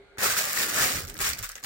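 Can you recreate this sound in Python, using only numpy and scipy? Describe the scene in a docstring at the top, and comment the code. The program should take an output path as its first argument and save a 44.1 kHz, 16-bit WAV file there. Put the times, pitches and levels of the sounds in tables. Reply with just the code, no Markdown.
"""A fridge hums faintly, then a thin plastic wrap is crumpled and dragged close to a phone before its open door.
Fridge: shaped noise plus wavering motor tones. Hand on the phone: banded rumble and low decaying bumps.
Wrap: thousands of tiny noise bursts from spots of differing pitch, plus single loud snaps;
a shifting air pocket lifts one band, and the hard fridge inside adds a short noise-like tail."""
import sys
import numpy as np
from scipy import signal
from scipy.fft import rfft, irfft, next_fast_len
from scipy.io import wavfile
from scipy.ndimage import uniform_filter1d

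SR = 44100
rng = np.random.default_rng(int(sys.argv[2]) if len(sys.argv) > 2 else 0)


def inscribe(sig):
    """Save sig as 16-bit PCM at rate SR to the path in sys.argv[1].

    A 1-D sig is mono; a 2-D sig holds one channel per row.
    Samples are clipped to [-1, 1] before scaling.
    """
    pcm = np.round(np.clip(np.atleast_2d(sig).T, -1, 1) * 32767)
    wavfile.write(sys.argv[1], SR, pcm.astype(np.int16))


N = 72765
T = np.arange(N) / SR
BODY_HZ = 895  # crossover between low body and treble
LAG_S, LAG_SPREAD_S = 0.00044, 0.0002418  # treble delay of left port: mean, spread over spots
BODY_LAG_S, BODY_LAG_SHARE = 0.0001, 0.09  # low-body delay: base, plus share of the treble delay
HAND_LR = np.array([[.8], [1.2]])  # hand gain at left, right port


def undb(db):
    """Amplitude ratio of a level in dB."""
    return 10 ** (np.asarray(db) / 20)


def unit(x):
    """Scale to unit rms."""
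    return x / np.sqrt(np.mean(x ** 2))


def curve(table, col):
    """A table column over time; -120 before its first row."""
    a = np.array(table, float)
    return np.interp(T, a[:, 0], a[:, col], left=-120)


def table_db(table):
    """Gain in dB over log frequency, from (f/Hz, level/dB) rows."""
    a = np.array(table, float)
    return lambda hz: np.interp(np.log(hz), np.log(a[:, 0]), a[:, 1])


def slope(hz, corner_hz, order=4):
    """dB of a low-pass; a negative order makes a high-pass."""
    return -10 * np.log10(1 + (hz / corner_hz) ** order)


def bump(centre_hz, octaves, floor_db):
    """Broad hump in dB: 0 at the centre, floor_db far away."""
    return lambda hz: floor_db * (1 - np.exp(-.5 * (np.log2(hz / centre_hz) / octaves) ** 2))


def colour(x, db_of_hz, late_s=0.):
    """Zero-phase filter by a gain in dB per frequency, plus a delay."""
    n = next_fast_len(N + 4096)
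    hz = np.maximum(np.arange(n // 2 + 1) * SR / n, 1)
    response = undb(db_of_hz(hz)) * np.exp(-2j * np.pi * hz * late_s)
    return irfft(rfft(x, n) * response, n)[..., :N]


def bursts(at_s, size, decay_s):
    """Random-sign noise whose power jumps at each time and decays exponentially."""
    kick = np.zeros(N)
    np.add.at(kick, np.clip((at_s * SR).astype(int), 0, N - 1), size ** 2)
    fade = np.exp(-2 / (decay_s * SR))
    envelope = np.sqrt(signal.lfilter([1 - fade], [1, -fade], kick))
    return envelope * np.sign(rng.standard_normal(N))


def ports(x, late_s, pan_db, shape, body=1.):
    """One spot at two ports: treble delayed at left and panned, low body nearly shared."""
    high = lambda hz: shape(hz) + slope(hz, BODY_HZ, order=-4)
    low = lambda hz: shape(hz) + slope(hz, BODY_HZ)
    body_late_s = BODY_LAG_S + BODY_LAG_SHARE * late_s
    left = colour(x, high, late_s) * undb(pan_db / 2) + body * colour(x, low, body_late_s)
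    right = colour(x, high) * undb(-pan_db / 2) + body * colour(x, low)
    return np.array([left, right])


# fridge and kitchen air, relative spectrum: f/Hz, density/dB
AIR_SPECTRUM = [(18, -61), (30, -16), (218, -31), (311, -28.5), (344, -44), (400, -15.5), (466, -27),
                (571, -25), (617, -30), (700, -26.5), (1020, -38.5), (1620, -32.5), (1790, -40),
                (2200, -29), (2620, -43), (4360, -40), (5080, -55.5), (8440, -53), (13000, -69)]
# motor tones: f/Hz, mean level/dB
MOTOR_TONES = [(398.4, -63.5), (1421, -76), (1604, -72), (2046, -77)]
AIR_RMS_DB = -59.5  # shared (mid) part
DIM_START_S, DIM_RAMP_S, DIM_DB = 1.3, 0.18, -26  # hum below about 1 kHz grows fainter


def fridge():
    """Wide shaped air noise plus motor tones wavering in level and pitch."""
    mid, side = (colour(rng.standard_normal(N), table_db(AIR_SPECTRUM)) for _ in range(2))
    side = colour(side, table_db([(300, -9), (3000, 2)]))
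    hum = undb(AIR_RMS_DB) * (mid + side * np.array([[1], [-1]])) / np.sqrt(np.mean(mid ** 2))
    for hz, db in MOTOR_TONES:
        waver, drift = (unit(uniform_filter1d(rng.standard_normal(N), 2500)) for _ in range(2))
        phase = 2 * np.pi * np.cumsum(hz * (1 + .004 * drift)) / SR
        hum = hum + undb(db + 5 * waver) * np.sin(phase)
    dim = undb(DIM_DB * np.clip((T - DIM_START_S) / DIM_RAMP_S, 0, 1))
    high = colour(hum, lambda hz: slope(hz, 1060, order=-4))
    low = colour(hum, lambda hz: slope(hz, 970))
    return high + dim * low


# handling rumble: t/s, level before trim/dB, deepest band re main/dB, creaky upper band re main/dB
GRIP_RUMBLE = [(0.16, -82, -10.5, -10.5), (0.185, -42, -22.5, 1), (0.208, -57, -23, -20),
               (0.408, -52, -28, -21), (0.524, -58, -9, -11), (0.558, -53.5, -26, 10),
               (0.674, -56.5, -21, 15), (0.724, -50, -23, 7.5), (0.782, -46, -25, 5.5),
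               (0.812, -40.5, -3, -1), (0.91, -52, -12, 12), (0.948, -37.5, -4, -7),
               (1.01, -42.5, -8, -3.5), (1.044, -46.5, 1, -2), (1.106, -50.5, 7, -2), (1.2, -46.5, -6, 0.5),
               (1.242, -49, 5.5, -1), (1.308, -45.5, 0, -5), (1.362, -52, -7, -4), (1.424, -48.5, 4, -26),
               (1.516, -75, 22, -9), (1.612, -70, 3, 3), (1.65, -48, -33, -2)]
GRIP_TRIM_DB = -3.5


def grip():
    """Hand rubbing the phone: three noise bands of varying balance, nearly alike in both ports."""
    out = 0
    bands = ((67.4, 168, 0), (33, 37, curve(GRIP_RUMBLE, 2)), (214, 450, curve(GRIP_RUMBLE, 3)))
    for lo_hz, hi_hz, rel_db in bands:
        band = lambda hz: slope(hz, lo_hz, order=-8) + slope(hz, hi_hz, order=6)
        mid, side = (unit(colour(rng.standard_normal(N), band)) for _ in range(2))
        out = out + undb(rel_db) * (mid * HAND_LR + 0.36 * side * np.array([[1], [-1]]))
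    return undb(curve(GRIP_RUMBLE, 1) + GRIP_TRIM_DB) * out


# hand effort: t/s, crumple level before trim and wrap filters/dB, low body re treble/dB
HAND_EFFORT = [(0.17, -58.5, 24), (0.186, -38, 8.5), (0.204, -35, 5), (0.24, -24.5, 2.5),
               (0.278, -29.5, 0.5), (0.31, -27.5, -1.5), (0.358, -33, -0.5), (0.38, -25, -0.5),
               (0.436, -32, -3.5), (0.545, -33, -2), (0.572, -29.5, -6), (0.626, -27, -0.5),
               (0.68, -35.5, -6), (0.696, -29, -9), (0.714, -34, -1.5), (0.78, -27, 0.5), (0.84, -24, 1),
               (0.886, -29.5, -4), (1.006, -35, 0), (1.068, -48, -6), (1.1, -40, 2), (1.122, -52.5, -12),
               (1.185, -47, -6), (1.2, -36, 4), (1.212, -28, 3), (1.232, -32, -16), (1.254, -27.5, -5),
               (1.3, -31, -13), (1.325, -38, -11), (1.364, -46.5, 10), (1.39, -37, -18), (1.41, -45, 11),
               (1.438, -34, -24), (1.484, -45.5, 2), (1.492, -40.5, -1), (1.55, -55, -17),
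               (1.558, -45, 8.5), (1.62, -62, 4), (1.636, -40.5, 5), (1.65, -36, 2.5)]
CREASES, SPOTS = 3300, 14
CROWDING = .7  # crease rate ~ level ** CROWDING
CREASE_DECAY_S, SCATTER_DB, CRUMPLE_TRIM_DB = 0.00078, 1, 1
CALM_DB, CALM_SHARE = -45, .7  # weak effort: creases smaller and more even, down to this share


def crumple():
    """Random creases over spots of the wrap, each spot with its own pitch and direction."""
    effort_db = curve(HAND_EFFORT, 1)
    gain = undb(effort_db)
    rate = gain ** CROWDING
    rate = rate / rate.sum()
    draw, scatter = rng.random((CREASES, 2)), rng.standard_normal(CREASES)
    at_s = np.interp(draw[:, 0], np.cumsum(rate), T)
    lively = np.clip((np.interp(at_s, T, effort_db) - CALM_DB) / 8, CALM_SHARE, 1)
    size = unit(undb(SCATTER_DB * lively * np.clip(scatter, -3, 2.2)))
    # divide out crowding so the summed level follows effort
    size = lively * size * np.interp(at_s, T, gain / np.sqrt(rate * CREASES + 1e-12))
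    spot = (draw[:, 1] * SPOTS).astype(int)
    body = undb(curve(HAND_EFFORT, 2))
    out = 0
    for k, (lag, pan) in enumerate(rng.standard_normal((SPOTS, 2))):
        x = bursts(at_s[spot == k], size[spot == k], CREASE_DECAY_S)
        pitch = bump(750 * 23 ** (k / SPOTS), 1.0, -7.5)
        out = out + ports(x, LAG_S + LAG_SPREAD_S * lag, 1.5 * pan, pitch, body)
    return undb(CRUMPLE_TRIM_DB) * out


# single loud creases: t/s, level before trim and filters/dB, centre f/Hz, treble pan L-R/dB
LOUD_SNAPS = [(0.184, -28.5, 5060, 0), (0.233, -17, 12000, 9), (0.2847, -35, 12000, -4),
              (0.4534, -19.5, 10000, 2), (0.5315, -18, 10900, 0.5), (0.5747, -13.5, 1870, 6),
              (0.908, -20, 2300, 0.0), (1.05, -24, 1400, -6), (1.072, -34, 13000, -3.5),
              (1.0796, -33, 6020, -8), (1.085, -31.5, 6940, 6), (1.0993, -28, 8050, -2.0),
              (1.1134, -46, 2140, 0), (1.142, -31, 12000, -1), (1.1528, -30, 1720, 7),
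              (1.1676, -32, 3000, -7), (1.178, -30.5, 12500, -3), (1.19, -25, 6800, 6),
              (1.2138, -20, 11000, 0.0), (1.249, -18, 1800, 9), (1.291, -17, 13000, -3),
              (1.3331, -23, 4970, -6), (1.335, -20, 2350, 0.0), (1.457, -22, 1470, -3),
              (1.3887, -27.5, 13100, -5), (1.428, -27.5, 10500, 0.0), (1.4385, -33, 9000, -8),
              (1.441, -25.5, 9600, -3), (1.465, -25, 1480, 8), (1.4917, -26, 7500, 0),
              (1.518, -31.5, 8090, -3), (1.5547, -27.5, 5140, 3), (1.5625, -38.5, 1630, 0),
              (1.578, -40, 3500, 4), (1.5824, -34, 3500, 1), (1.63, -38, 6000, 1.0),
              (1.6381, -25.5, 5900, 0.0), (1.6464, -26.5, 4500, 0)]
SNAP_DECAY_S, SNAP_TRIM_DB = 0.001, -3.5
SNAP_BODY_DB = -8.5  # a single crease has little low body
RING_BELOW_HZ, RING_OCTAVES, WIDE_OCTAVES = 2600, .15, .9  # low snaps ring in a narrow band


def snaps():
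    """Loud single creases, each a decaying burst round its own pitch."""
    out = 0
    for (s, db, hz, pan_db), lag in zip(LOUD_SNAPS, rng.standard_normal(len(LOUD_SNAPS))):
        size = undb(np.array([db + SNAP_TRIM_DB])) * np.sqrt(SNAP_DECAY_S * SR)
        x = bursts(np.array([s]), size, SNAP_DECAY_S)
        octaves = RING_OCTAVES if hz < RING_BELOW_HZ else WIDE_OCTAVES
        late_s = LAG_S + LAG_SPREAD_S * lag
        out = out + ports(x, late_s, pan_db, bump(hz, octaves, -12), undb(SNAP_BODY_DB))
    return out


# air pocket of the wrap, changing shape: t/s, resonance f/Hz, lift/dB
AIR_POCKET = [(0.18, 1690, 8.5), (0.216, 1740, 5), (0.286, 1370, 5.5), (0.522, 1730, 3), (0.72, 1590, 3.5),
              (0.772, 1350, 8), (0.908, 2010, 0.5), (0.936, 1660, 4), (1.006, 1990, 1), (1.056, 1220, 7.5),
              (1.104, 1710, 1.5), (1.154, 1390, 9), (1.19, 1600, 6), (1.292, 1600, 0), (1.346, 2110, 6.5),
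              (1.408, 1560, 4), (1.482, 1460, 2), (1.514, 1680, 10), (1.65, 1720, 7.5)]
POCKET_OCTAVES, FRAME = .3, 1024  # FRAME: hop in samples
TAIL_DB, TAIL_T60_S, TAIL_HZ = -4, 0.14, 6400  # energy before low-pass, decay, low-pass corner


def surroundings(x):
    """Per frame: the air pocket lifts its band; the moving wrap finds new echoes in the fridge."""
    size, t = 8 * FRAME, T[:4 * FRAME]
    hz = np.maximum(np.arange(size // 2 + 1) * SR / size, 1)
    low, high = undb(slope(hz, BODY_HZ)), undb(slope(hz, BODY_HZ, order=-4))
    damping = undb(slope(hz, TAIL_HZ, order=2))
    fall = np.exp(-np.log(1000) * t / TAIL_T60_S) * (t > .001)
    fall = fall / np.sqrt(np.sum(fall ** 2)) * undb(TAIL_DB)
    arch = np.sin(np.pi * np.arange(2 * FRAME) / (2 * FRAME))
    # one-frame delay makes room for pre-ringing; undone on overlap-add
    delay = np.exp(-2j * np.pi * hz * FRAME / SR)
    x, out = np.pad(x, ((0, 0), (0, 2 * FRAME))), np.zeros((2, N + 2 * size))
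    centre, lift = curve(AIR_POCKET, 1), curve(AIR_POCKET, 2)
    for i in range(FRAME, N, FRAME):
        j = int(np.clip(i + FRAME, AIR_POCKET[0][0] * SR + 1, N - 1))
        pocket = undb(lift[j] + bump(centre[j], POCKET_OCTAVES, -lift[j])(hz)) * delay
        echo = rfft(rng.standard_normal((3, len(t))) * fall, size)
        echo = (echo[:2] * high + echo[2] * low) * damping  # treble apart, low body shared
        part = x[:, i:i + 2 * FRAME] * arch
        heard = rfft(part * arch, size) + echo * rfft(part, size)
        out[:, i - FRAME:i - FRAME + size] += irfft(pocket * heard, size)
    return out[:, :N]


# colour of the wrap, before a fixed lift: f/Hz, gain/dB
WRAP_COLOUR = [(88, 3), (150, -10), (297, -10.5), (328, -13.5), (484, -5.5), (941, -7.5), (1210, -3),
               (1420, -6.5), (2270, -5), (2500, -4.5), (3220, -8.5), (7470, -4.5), (10800, -10.5),
               (15100, -5), (16000, -29)]
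# lean of the microphone pair: f/Hz, L-R/dB
PORT_LEAN = [(60, 2), (110, 0.5), (200, 9.5), (380, -7), (700, 1), (1290, 10), (2380, 3), (4400, -6.5),
             (8120, 0.5), (15000, -2)]
WRAP_LOW_HZ, WRAP_LIFT_DB = 110, 12  # the wrap is too light to sound below WRAP_LOW_HZ


def wrap_colour(x):
    """Spectrum of the thin wrap, split unevenly between the two ports."""
    lean = table_db(PORT_LEAN)

    def body(hz):
        """Wrap gain in dB, held flat above 15.1 kHz."""
        shape = table_db(WRAP_COLOUR)(np.minimum(hz, 15100))
        return shape + slope(hz, WRAP_LOW_HZ, order=-8) + WRAP_LIFT_DB

    left = colour(x[0], lambda hz: body(hz) + lean(hz) / 2)
    right = colour(x[1], lambda hz: body(hz) - lean(hz) / 2)
    return np.array([left, right])


# fingers bump the phone: t/s, envelope peak before port gains/dB, f/Hz
FINGER_BUMPS = [(0.95, -39, 86), (1.032, -35.5, 82), (1.072, -45, 45.3), (1.288, -38.5, 72),
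                (1.384, -44, 88.5), (1.406, -40.5, 100.4)]
BUMP_CYCLES = 1.26  # cycles from onset to envelope peak


def bumps():
    """Fingers knocking the phone: low sines that swell and die within a few cycles."""
    out = 0
    for s, db, hz in FINGER_BUMPS:
        turns = np.maximum(T - s, 0) * hz / BUMP_CYCLES
        envelope = undb(db) * (turns * np.exp(1 - turns)) ** 2
        out = out - envelope * np.sin(2 * np.pi * hz * (T - s)) * HAND_LR
    return out


def scene():
    """Wrap in its surroundings, hand on the phone, fridge."""
    wrap = wrap_colour(surroundings(crumple() + snaps()))
    return fridge() + grip() + wrap + bumps()


def roll_off(x):
    """The treble ends steeply here."""
    return signal.sosfilt(signal.butter(12, 17010, fs=SR, output="sos"), x)


def record(dry):
    """The phone cuts the top with a steep 15.85 kHz low-pass."""
    low_pass = signal.ellip(12, .2, 70, 15850, fs=SR, output="sos")
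    mix = signal.sosfilt(low_pass, dry)
    return roll_off(mix)


dry = scene()
out = record(dry)
inscribe(out)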